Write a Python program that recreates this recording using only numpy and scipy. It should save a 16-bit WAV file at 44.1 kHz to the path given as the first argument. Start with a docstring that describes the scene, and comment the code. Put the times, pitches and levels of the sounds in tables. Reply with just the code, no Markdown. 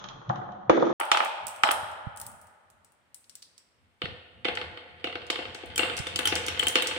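"""Glass marbles on plastic and wood

Glass marbles drop into the plastic bed of a toy truck, click in a hand, then knock and roll down a wooden track.
Blows excite modes and broad slaps, glass contacts give short pulses, and dense small blows make the rolling.
A low drone, handling rumble, low thuds and steady hush lie beneath; a bare room adds reflections and a long echo.
The phone plays its first second slowed and lowered, falls silent briefly, then runs on at speed."""
import sys
import numpy as np
from scipy import signal
from scipy.fft import rfft, irfft
from scipy.io import wavfile
from scipy.ndimage import uniform_filter1d, map_coordinates

SR = 44100
rng = np.random.default_rng(int(sys.argv[2]) if len(sys.argv) > 2 else 0)


def persist_wave(psi):
    """Save psi, clipped to +-1, as 16-bit WAV."""
    counts = np.round(np.clip(psi, -1, 1) * 32767).astype(np.int16)
    wavfile.write(sys.argv[1], SR, np.atleast_2d(counts).T)


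N = 307818

# All t/s are playback times; happened() converts them to times in the room.

# Marbles landing in the plastic bed, except the row at 1.0 s: the abrupt cut-in as sound returns
# at full speed. t/s, peak level/dB, left-right level/dB, nominal contact time/ms
DROPS = [(.696, -1, 0.2, .15), (0.719, -29, 4.5, .25), (.774, -11.5, 1, .4), (.824, -9, -1.3, .3),
         (.869, -18, -4, .3), (0.9, -18.5, -3.5, .3), (1.0, -23, 8, .25), (1.011, -15, -2, .4),
         (1.033, -24.5, -1.5, .3), (1.1165, -3.5, -3, .2), (1.148, -12, 1.1, .45), (1.172, -9.5, -.4, .1),
         (1.204, -10.5, -2.8, .4), (1.225, -20.5, 0.5, .4), (1.236, -24.5, 4.5, .4),
         (1.258, -20.5, -1.6, .3), (1.6355, -3, -0.2, .2), (1.654, -26.5, 0.5, .15), (1.672, -17, 5.4, .25),
         (1.689, -9, -2, .25), (1.71, -13, 1.5, .08), (1.739, -29, -2.5, .25)]
# Modes of the bed: f/Hz, bandwidth/Hz, level/dB
BED_MODES = [(598.5, 111.4, -1), (660, 96, 2.5), (830, 230, -6.5), (970, 92, -3.5), (968, 40, -3.5),
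             (1286, 130, -1.5), (1295, 240, -15.5), (1510, 280, -7.5), (1580, 130, -9.5), (2440, 590, -9.5),
             (3200, 410, -3.5)]
# The bed's many modes too close to tell apart: f/Hz, level/dB per Hz
BED_SLAP = [(150, -56.5), (250, -36), (335, -20), (470, -24.5), (620, -9.5), (842, -4.5), (1090, -17),
            (1280, -2), (1990, -10.5), (3180, -18), (4330, -18.5), (9570, -17.5), (12000, -37.5),
            (15600, -69), (22000, -120)]


def drops():
    """Impact excitation: a shorter contact gives a broader force spectrum and so a brighter sound."""
    sounds = []
    for _, _, _, contact_ms in DROPS:
        body = ring(BED_MODES, BED_SLAP, spot_db=1.0, slap_db=1.1)
        sounds.append(np.convolve(body, blow(contact_ms)))
    return place(DROPS, sounds)


def settling():
    """Dissipation: a rattle in the bed swells after each row of DROPS and calms down."""
    gain = stirred(DROPS, under_db=-48, rise_s=.05, t60=.38)
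    return rolling(gain, BED_MODES, BED_SLAP, per_s=180.0, spread_db=8.8)


# Marbles striking pegs and walls: t/s, peak level/dB, left-right level/dB,
# change of the deep board modes' level/dB, wall ring f/Hz as played back
KNOCKS = [(.042, -37, 8.5, -4.5, 1014), (.216, -38, 2, -12, 890), (.298, -16.5, 2, -8, 734),
          (.359, -30, 1.5, -16, 695), (.489, -31.5, 1.5, -22, 836), (4.0181, -20, -2, -2, 2870),
          (4.0557, -23, 1, -2, 1790), (4.447, -20.5, -7.5, -19, 3000), (4.4521, -16.5, -3, 3, 2000),
          (4.4843, -17, 3.5, 1, 2704), (4.5728, -16.5, 0, -19, 1810), (4.6144, -22.5, 0.5, -4, 2090),
          (4.7738, -31.5, -1.5, -7, 3260), (5.0423, -18, -4, 1.9, 2830), (5.0716, -25, 1.5, 5, 3180),
          (5.1265, -30, -1, -3, 2020), (5.155, -23.5, 1, 0.7, 2860), (5.2185, -34.5, -1, -3, 2210),
          (5.3009, -14, -1.5, -4, 2800), (5.358, -21.5, -2, -10, 2730), (5.3897, -25.5, 4, 7.5, 3070),
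          (5.4243, -35, 13, -3, 2740), (5.4535, -26, 1, -2.5, 2870), (5.5489, -32, 3, 3, 2840),
          (5.6351, -30.5, 2, 14.5, 2730), (5.7783, -16.5, 0.5, -13, 2290), (5.793, -14, 4.5, -1, 2786),
          (5.8318, -17.5, 6, 2.5, 2780), (5.8983, -21, -3.5, -1, 2220), (5.9795, -24, 4, -19, 2870),
          (6.0686, -22.5, -0.5, -6, 3610), (6.1601, -36.5, 9, 13, 2960), (6.1903, -16.5, 2, -4.5, 2630),
          (6.256, -22, -2, -37, 3040), (6.2724, -15, -3.5, -13, 3110), (6.3238, -15, 3.5, 4, 2790),
          (6.3607, -18, 3.5, -6, 2330), (6.483, -18, -1, -5.5, 2130), (6.5945, -25, -7.5, -33, 3360),
          (6.628, -17, 0, -6, 2930), (6.669, -17, -0.5, -1.5, 3110), (6.7557, -9, -2.5, -5, 2667),
          (6.8227, -18, -4, -3, 3840), (6.8598, -23.5, 4.5, -22, 3370), (6.9113, -24, 0, -8, 2850),
          (6.9638, -31, -13, 4, 3130)]
# Modes of the track: f/Hz, bandwidth/Hz, level/dB
TRACK_MODES = [(337, 17, -10), (446, 17, -19.5), (503.5, 23, 3), (719, 21, -7.5), (856.5, 35, -6),
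               (1264, 140, -11.5), (1446, 120, -6.5), (2219, 64, -9.5), (2770, 24, -1), (3070, 190, -12.5),
               (3750, 61, -14), (4187, 40, -11.5)]
# The track's broad slap: f/Hz, level/dB per Hz
TRACK_SLAP = [(110, -41.5), (180, -18), (429, -11.5), (497, 1.5), (575, -19.5), (712, -10), (972, -18.5),
              (2770, -6), (4240, -13.5), (6380, -36.5), (9000, -34), (11700, -58.5), (19800, -120)]


def knocks():
    """Modal excitation: the board's deep modes and the nearest wall's ring vary from blow to blow."""
    deep_below_hz = 800
    deep_slap_db = 6  # extra bass of the slap over the change of the deep modes
    wall_width_hz, wall_db = 100, -1
    sounds = []
    for s, _, _, deep_db, wall_hz in KNOCKS:
        modes = [(hz, width, db + deep_db * (hz < deep_below_hz)) for hz, width, db in TRACK_MODES]
        modes.append((pitch_in_room(s, wall_hz), wall_width_hz, wall_db))
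        slap = [(hz, db + (deep_db + deep_slap_db) * (hz < deep_below_hz)) for hz, db in TRACK_SLAP]
        body = ring(modes, slap, spot_db=2.6, slap_db=-1.5)
        sounds.append(np.convolve(body, blow(.06)))
    return place(KNOCKS, sounds)


# Steady roll of the marbles under way: t/s, level/dB
ON_TRACK = [(-.3, -59), (0.0, -52.5), (.3, -57.5), (.8, -73), (1.0, -91.5), (3.98, -85), (4.03, -64),
            (4.4, -82.5), (5.0, -64), (5.6, -56), (6.1, -47), (6.98, -43)]


def track_rolling():
    """Power addition: a steady roll combines with the commotion stirred up by every knock."""
    after_knocks = stirred(KNOCKS, under_db=-28, rise_s=.015, t60=.39)
    gain = np.hypot(level(ON_TRACK), after_knocks)
    return rolling(gain, TRACK_MODES, TRACK_SLAP, per_s=500., spread_db=4.5)


def rolling(gain, modes, slap, per_s, spread_db):
    """Granular excitation: dense small blows of uneven size drive the modes of a body."""
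    out = np.zeros((2, N))
    for pan in (.3, .5, .7):  # three paths, each a share of left and right
        size = gain_of(spread_db * np.minimum(rng.exponential(1, N), 5))
        grit = size * (rng.random(N) < per_s / SR)
        grit *= rng.choice([-1., 1.], N)
        path = signal.oaconvolve(grit, ring(modes, slap, spot_db=.83, slap_db=-1.1))[:N]
        delay = int(40 * (1 - pan) - 8)  # samples
        out += [pan * np.roll(path, delay), (1 - pan) * path]
    return evened(out) * gain


# Glass on glass: t/s, peak level/dB, left-right level/dB, f/Hz as played back
CLICKS = [(-.022, -24.5, 7, 3450), (0.042, -30.5, -12, 3270), (0.088, -29, -8, 3340),
          (.2942, -40.5, -24, 3180), (.3586, -37.5, -6, 3130), (.5212, -49.5, -11.5, 3050),
          (.6983, -17.5, -7, 3055), (1.0003, -18, 3.5, 8920), (1.0526, -28, 0, 9210),
          (1.1162, -9.5, 4, 4400), (1.2488, -21.5, 1.5, 8440), (1.4691, -22, -19, 8650),
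          (1.482, -24, -12, 8300), (1.562, -35, -9.5, 8350), (1.6349, -14.5, -1, 5040),
          (1.7148, -9, 3.5, 9570), (1.915, -38, -2, 7740), (2.1624, -36, 9, 9300), (2.1736, -25, 2.5, 8340),
          (2.2, -23, 4, 9030), (2.2145, -19, 4.5, 9600), (2.2657, -20, 2.5, 10300), (2.3163, -39, 1, 9400),
          (2.415, -37, 5.5, 9970), (2.4705, -43, 5, 8570), (2.702, -41, -3, 8270), (2.8471, -41, 5, 8000),
          (2.9214, -49, 9.5, 9530), (3.145, -27, 9, 8260), (3.2083, -50, 3.5, 8400), (3.243, -47, 2, 4400),
          (3.296, -34, 9, 5700), (3.354, -25.5, 4.5, 7970), (3.4226, -38, -2.5, 4650),
          (3.4261, -32.5, 0, 4870), (3.58, -36, -5.5, 5630), (4.452, -39.5, -13.5, 4306),
          (4.5534, -29, 2.5, 4330), (5.0436, -34.5, 1, 4260), (5.2674, -38.5, -7.5, 4300),
          (5.3036, -16.5, -6, 4140), (5.547, -27.5, 1.5, 4440), (5.6596, -41.5, 15.5, 8800),
          (5.7597, -18.5, -5, 7600), (5.779, -8.5, -1, 6940), (5.968, -20, .5, 5770),
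          (5.976, -21.5, 2.5, 6230), (5.99, -21.5, 2, 5180), (6.0704, -26.5, 5.5, 5030),
          (6.1599, -14, -2, 5070), (6.1908, -15.5, 0, 7650), (6.2557, -10.5, 1, 9040),
          (6.2743, -9, 1, 6040), (6.3548, -12.5, 1.5, 5280), (6.4647, -17.5, 1, 6470),
          (6.4835, -17, 0.5, 5800), (6.5946, -15, 2, 7900), (6.634, -19, 4, 7600), (6.6694, -13, 3, 8000),
          (6.6833, -7.5, -4, 7800), (6.7559, -12, 4.5, 4430), (6.823, -13.5, 4.5, 8700),
          (6.872, -13, 2, 5750)]


def clicks():
    """Elastic collision: single clinks stand over a chatter that swells after rows of CLICKS and DROPS."""
    single = place(CLICKS, [clink(pitch_in_room(s, hz)) for s, _, _, hz in CLICKS])
    size = gain_of(1.3 * np.minimum(rng.exponential(1, (2, N)), 5))
    grit = size * (rng.random((2, N)) < 250. / SR)  # 250 contacts a second in each channel
    grit = grit + .72 * grit[::-1]  # each channel leaks into the other
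    chatter = signal.oaconvolve(grit, clink(9000.0)[None], axes=1)[:, :N]
    return single + evened(chatter) * stirred(CLICKS + DROPS, under_db=-42, rise_s=.04, t60=.23)


def clink(hz, cycles=0.27, ring_db=-21.0, ring_t60=0.014):
    """Contact radiation: two hard spheres give a pulse of a cycle or two and a faint short ring."""
    t = np.arange(900) / SR
    tone = np.sin(2 * np.pi * hz * t)
    pulse = np.diff(tone * t * np.exp(-t * hz / cycles), prepend=0)
    return pulse / abs(pulse).max() + tone * gain_of(ring_db - 60 * t / ring_t60)


# A marble enters the hollow block: t/s, peak level/dB, left-right level/dB, f/Hz
PINGS = [(5.7603, -30.5, 5, 3150), (6.1587, -25, 2, 3050), (6.2544, -19.5, 4, 3180),
         (6.5958, -19.5, 9.5, 3110), (6.6696, -19, 3, 3120)]


def pings(t60=0.027):
    """Single-mode decay: the block sounds one clear, exponentially dying tone."""
    t = np.arange(3000) / SR
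    decay = gain_of(-60 * t / t60)
    return place(PINGS, [np.sin(2 * np.pi * hz * t) * decay for _, _, _, hz in PINGS])


# The board by the truck drones under rolling marbles: t/s, level/dB
DRONE = [(0.0, -73), (.08, -62), (.172, -50), (.252, -68), (.3, -34), (.36, -46), (.638, -61.5),
         (.694, -44.5), (.77, -64.5), (.93, -50)]


def drone(hz=340.0, width=110.0):
    """Resonance: noise passes twice through one low resonance of the board."""
    b, a = signal.iirpeak(hz, hz / width, SR)
    once = signal.lfilter(b, a, rng.standard_normal(N))
    return evened(signal.lfilter(b, a, once)) * level(DRONE)


# Rumble of the moving phone: t/s, level/dB
HANDLING = [(0, -67), (.93, -71), (1.0, -76), (1.37, -82), (1.48, -53.5), (1.56, -74), (1.83, -50.5),
            (2.0, -70), (2.08, -45), (2.14, -53.5), (2.98, -80), (3.73, -85.5), (3.88, -62), (4.0, -73.5),
            (4.06, -45.5), (4.25, -58.5), (4.7, -54.5), (5.0, -62), (5.75, -54.5), (5.95, -49.5),
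            (6.98, -55.5)]
# Its spectrum, used below 260 Hz: f/Hz, level/dB per Hz
RUMBLE = [(12, -56), (25, -31), (91, 7), (108, -1), (146, -7.5), (260, -7), (340, -32), (570, -120)]
# Single low thuds: t/s, peak level/dB, left-right level/dB, f/Hz as played back
THUDS = [(0.3, -40, 1, 113), (1.45, -58.5, 31, 102.9), (1.83, -46, -13, 118), (2.069, -37.5, -28.5, 118),
         (4.038, -34, -14, 151), (5.999, -37, -26.5, 117)]


def handling():
    """Structure-borne sound: lumpy rumble and a few single low thuds, without the room."""
    lumps_db, lump_s = 4., .087  # spread and length of the swells
    hz = np.fft.rfftfreq(N, 1 / SR)
    a, b = rng.standard_normal((2, N))
    ports = [a + .5 * b, .96 * (a - .5 * b)]  # partly alike
    rumble = irfft(rfft(ports) * gain_of(read(RUMBLE, hz)) * (hz < 260), N)
    lump = np.hanning(int(2 * lump_s * SR))
    lumps = evened(signal.oaconvolve(rng.standard_normal(N), lump, "same"))
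    shaken = stirred(KNOCKS, under_db=-40, rise_s=.11, t60=.17)  # through hand and phone after a knock
    rumble = evened(rumble * gain_of(lumps_db * lumps)) * np.hypot(level(HANDLING), shaken)
    t = np.arange(2000) / SR
    pitches = [pitch_in_room(s, f) for s, _, _, f in THUDS]
    thuds = [np.sin(2 * np.pi * f * t) * t * np.exp(-t * f / .32) for f in pitches]
    return rumble + place(THUDS, thuds)


# Background spectrum: f/Hz, level/dB per Hz before scaling
HUSH = [(18, -48), (30, -24), (48, -20.5), (106, -3.5), (328, -13), (569, -11.5), (2010, -13),
        (4910, -26.5), (8080, -27.5), (14800, -32.5), (16000, -49.5)]


def hush(rms_db=-72.5):
    """Stationary noise: the steady background of the room."""
    spectrum = gain_of(read(HUSH, np.fft.rfftfreq(512, 1 / SR)))[:, None]
    return gain_of(rms_db) * evened(noise(spectrum, N // 128 + 5)[:, :N])


# Decay of the room: f/Hz, t60/s
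ECHO = [(100, 0.67), (300, 2.1), (700, 1.85), (1800, 1.91), (4800, 0.83), (9000, 0.62), (14000, 0.49)]
# Share the walls return: f/Hz, level/dB
THROWN = [(300, -3), (1000, 4), (3000, 4), (6000, 6.5), (10000, 7), (15000, 5)]


def room(x, near_db=2.0, near_t60=0.038, walls_db=-3.5, walls_share=0.23, echo_db=-6.5):
    """Reverberation: reflections off nearby things, the first walls, then the bare room's long echo."""
    hz, t = np.fft.rfftfreq(512, 1 / SR)[:, None], np.arange(700) * 128 / SR
    fall_db = -60 * t / read(ECHO, hz)
    echo = noise(gain_of(fall_db), 700)
    walls = noise(gain_of(fall_db / walls_share), 700)  # walls_share shortens the decay time
    t = np.arange(echo.shape[1]) / SR

    shape = (gain_of(-60 * t / near_t60) * (t > .0006))[:4096]
    near = noise(1., 700)[:, :4096] * shape
    for _ in range(6):  # many small scatterers favour no pitch: even out the spectrum, keep the decay
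        near = irfft(rfft(near) / abs(rfft(near)))
        near *= shape / np.sqrt(uniform_filter1d(near ** 2, size=100) + 1e-12)
    same = np.clip(read(LIKENESS, np.fft.rfftfreq(4096, 1 / SR)), 0, 1)
    left, right = rfft(near)
    near = irfft([left, same * left + np.sqrt(1 - same ** 2) * right])  # long waves reach both ports alike
    near = gain_of(near_db) * near / np.linalg.norm(near, axis=1, keepdims=True)

    far = 0
    for db, part, rise_s in ((walls_db, walls, .012), (echo_db, echo, .02)):
        far = far + gain_of(db) * part / np.linalg.norm(part[0]) * np.clip(t / rise_s, 0, 1)
    far = irfft(rfft(far) * gain_of(read(THROWN, np.fft.rfftfreq(len(t), 1 / SR))), len(t))
    nearby = signal.oaconvolve(x, near, axes=1)[:, :N]
    distant = signal.fftconvolve(x.mean(0)[None], far, axes=1)[:, :N]
    return x + nearby + distant


# Left-right likeness of diffuse sound: f/Hz, coherence (0 to 1)
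LIKENESS = [(60, .3), (150, 0), (300, 1), (600, .5), (1200, 0.012), (3000, 0.024)]


def noise(magnitude, frames):
    """Diffuse field: random short-time spectra whose likeness at two ports depends on frequency."""
    a, b, c, d = rng.standard_normal((frames, 257, 4)).T
    same = np.clip(read(LIKENESS, np.fft.rfftfreq(512, 1 / SR)), -1, 1)[:, None]
    left, other = a + 1j * b, c + 1j * d
    z = np.array([left, same * left + np.sqrt(1 - same ** 2) * other])
    return signal.istft(z * magnitude, nperseg=512, noverlap=384)[1]


def ring(modes, slap, spot_db, slap_db):
    """Modal superposition: dying modes, weighted at random for the spot struck, over a causal slap."""
    hz, width, db = np.transpose(modes)[:, :, None]
    t = np.arange(2048) / SR
    luck = rng.standard_normal((len(modes), 1))
    tones = gain_of(db + spot_db * luck) * np.exp(-np.pi * width * t) * np.sin(2 * np.pi * hz * t)
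    tones[::2] *= -1  # neighbouring modes in opposition leave no hollow between them
    slap_level = slap_db + read(slap, abs(np.fft.fftfreq(4096, 1 / SR)))
    log_gain = np.log(gain_of(np.maximum(slap_level, -100)))
    minimum_phase = np.exp(np.conj(signal.hilbert(log_gain)))
    broad = np.fft.ifft(minimum_phase).real[:2048]
    return (tones * 2 * np.pi * width / SR).sum(0) + broad


def blow(ms):
    """Contact mechanics: a smooth force pulse of about ms, plus a sample or two."""
    return np.hanning(int(ms * SR / 1000) + 3)


def stirred(events, under_db, rise_s, t60):
    """Energy decay: gain of a commotion that swells after each event and dies away; the powers add."""
    start = happened([row[0] for row in events])[:, None]
    since = np.maximum(np.arange(N) / SR - start, 0)
    db = np.array([row[1] for row in events])[:, None] + under_db - 60 * since / t60
    return np.sqrt(((gain_of(db) * np.minimum(since / rise_s, 1)) ** 2).sum(0))


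def place(events, sounds, lag_per_db=-1.5, lag=8.8):
    """Interaural cues: each peak level splits left and right; delay in samples follows the difference."""
    out = np.zeros((2, N + SR))
    for (s, db, pan_db, *_), sound in zip(events, sounds):
        late = np.clip(lag + lag_per_db * pan_db, -22, 22) / 2
        for side, sign in enumerate((1, -1)):
            at = int(happened(s) * SR + sign * late)
            out[side, at:at + len(sound)] += gain_of(db + sign * pan_db / 2) * sound / abs(sound).max()
    return out[:, :N]


def gain_of(db):
    """Logarithmic level: decibels to amplitude gain."""
    return 10 ** (np.asarray(db) / 20)


def evened(x):
    """Effective value: scales to rms 1."""
    return x / np.sqrt(np.mean(x ** 2) + 1e-20)


def read(points, hz):
    """Logarithmic pitch axis: interpolates a spectrum table over log frequency."""
    f, value = np.transpose(points)
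    return np.interp(np.log(hz + 1), np.log(f + 1), value)


def level(curve):
    """Envelope: gain of a t/s, level/dB curve, -120 dB outside it."""
    s, db = np.transpose(curve)
    return gain_of(np.interp(np.arange(N) / SR, happened(s), db, -120, -120))


SLOWED = 2.5  # slow-motion factor
SKIP_S, RESUME_S = .930, .997  # playback times: end of slow motion, return to speed


def happened(s):
    """Time scaling: moment in the room of what is played back at s; the skipped stretch is lost."""
    s = np.asarray(s, float)
    slow = SKIP_S - np.maximum(SKIP_S - s, 0) / SLOWED
    return np.where(s < RESUME_S, slow, s)


def pitch_in_room(s, hz):
    """Frequency scaling: slow motion lowers pitch, so the source in the room lies higher."""
    return hz * (SLOWED if s < SKIP_S else 1)


def scene():
    """Superposition: all sources add up, at the speed at which they happened."""
    marbles = drops() + settling() + knocks() + track_rolling() + clicks() + pings()
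    no_bass = signal.butter(4, 230., "high", fs=SR, output="sos")
    marbles = signal.sosfilt(no_bass, marbles)  # small bodies radiate no bass
    return room(marbles) + drone() + handling() + hush()


# Colour of the microphone port: f/Hz, level/dB
MIC = [(5000, 1.5), (6800, -3), (8500, 4), (10000, -0.5), (12000, -9.5), (15000, 2)]


def record(dry):
    """Transduction: microphone colour, band limit and overload, then a stretched opening and short silence."""
    mic_edge_hz, fade_hz, edge_hz = 17100, 15900, 16500  # low-pass cutoffs
    taken = irfft(rfft(dry) * gain_of(read(MIC, np.fft.rfftfreq(N, 1 / SR))), N)
    mic_edge = signal.firwin(255, mic_edge_hz, window=("kaiser", 8), fs=SR)
    taken = signal.oaconvolve(taken, mic_edge[None], "same")
    taken = .9 * np.tanh(taken / .9)  # the loudest blows overload the input softly
    no_deep_bass = signal.butter(2, 45., "high", fs=SR, output="sos")
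    taken = signal.sosfilt(no_deep_bass, taken)

    t = np.arange(N) / SR
    played = np.array([map_coordinates(side, [happened(t) * SR], order=5) for side in taken])
    # the silence: fades out over 30 samples, back in over 120
    played *= np.clip(np.maximum(SKIP_S - t, (t - RESUME_S) / 4) * SR / 30, 0, 1)
    played = signal.oaconvolve(played, signal.firwin(101, fade_hz, fs=SR)[None], "same")
    edge = signal.firwin(511, edge_hz, window=("kaiser", 9), fs=SR)
    return signal.oaconvolve(played, edge[None], "same")


dry = scene()
out = record(dry)
persist_wave(out)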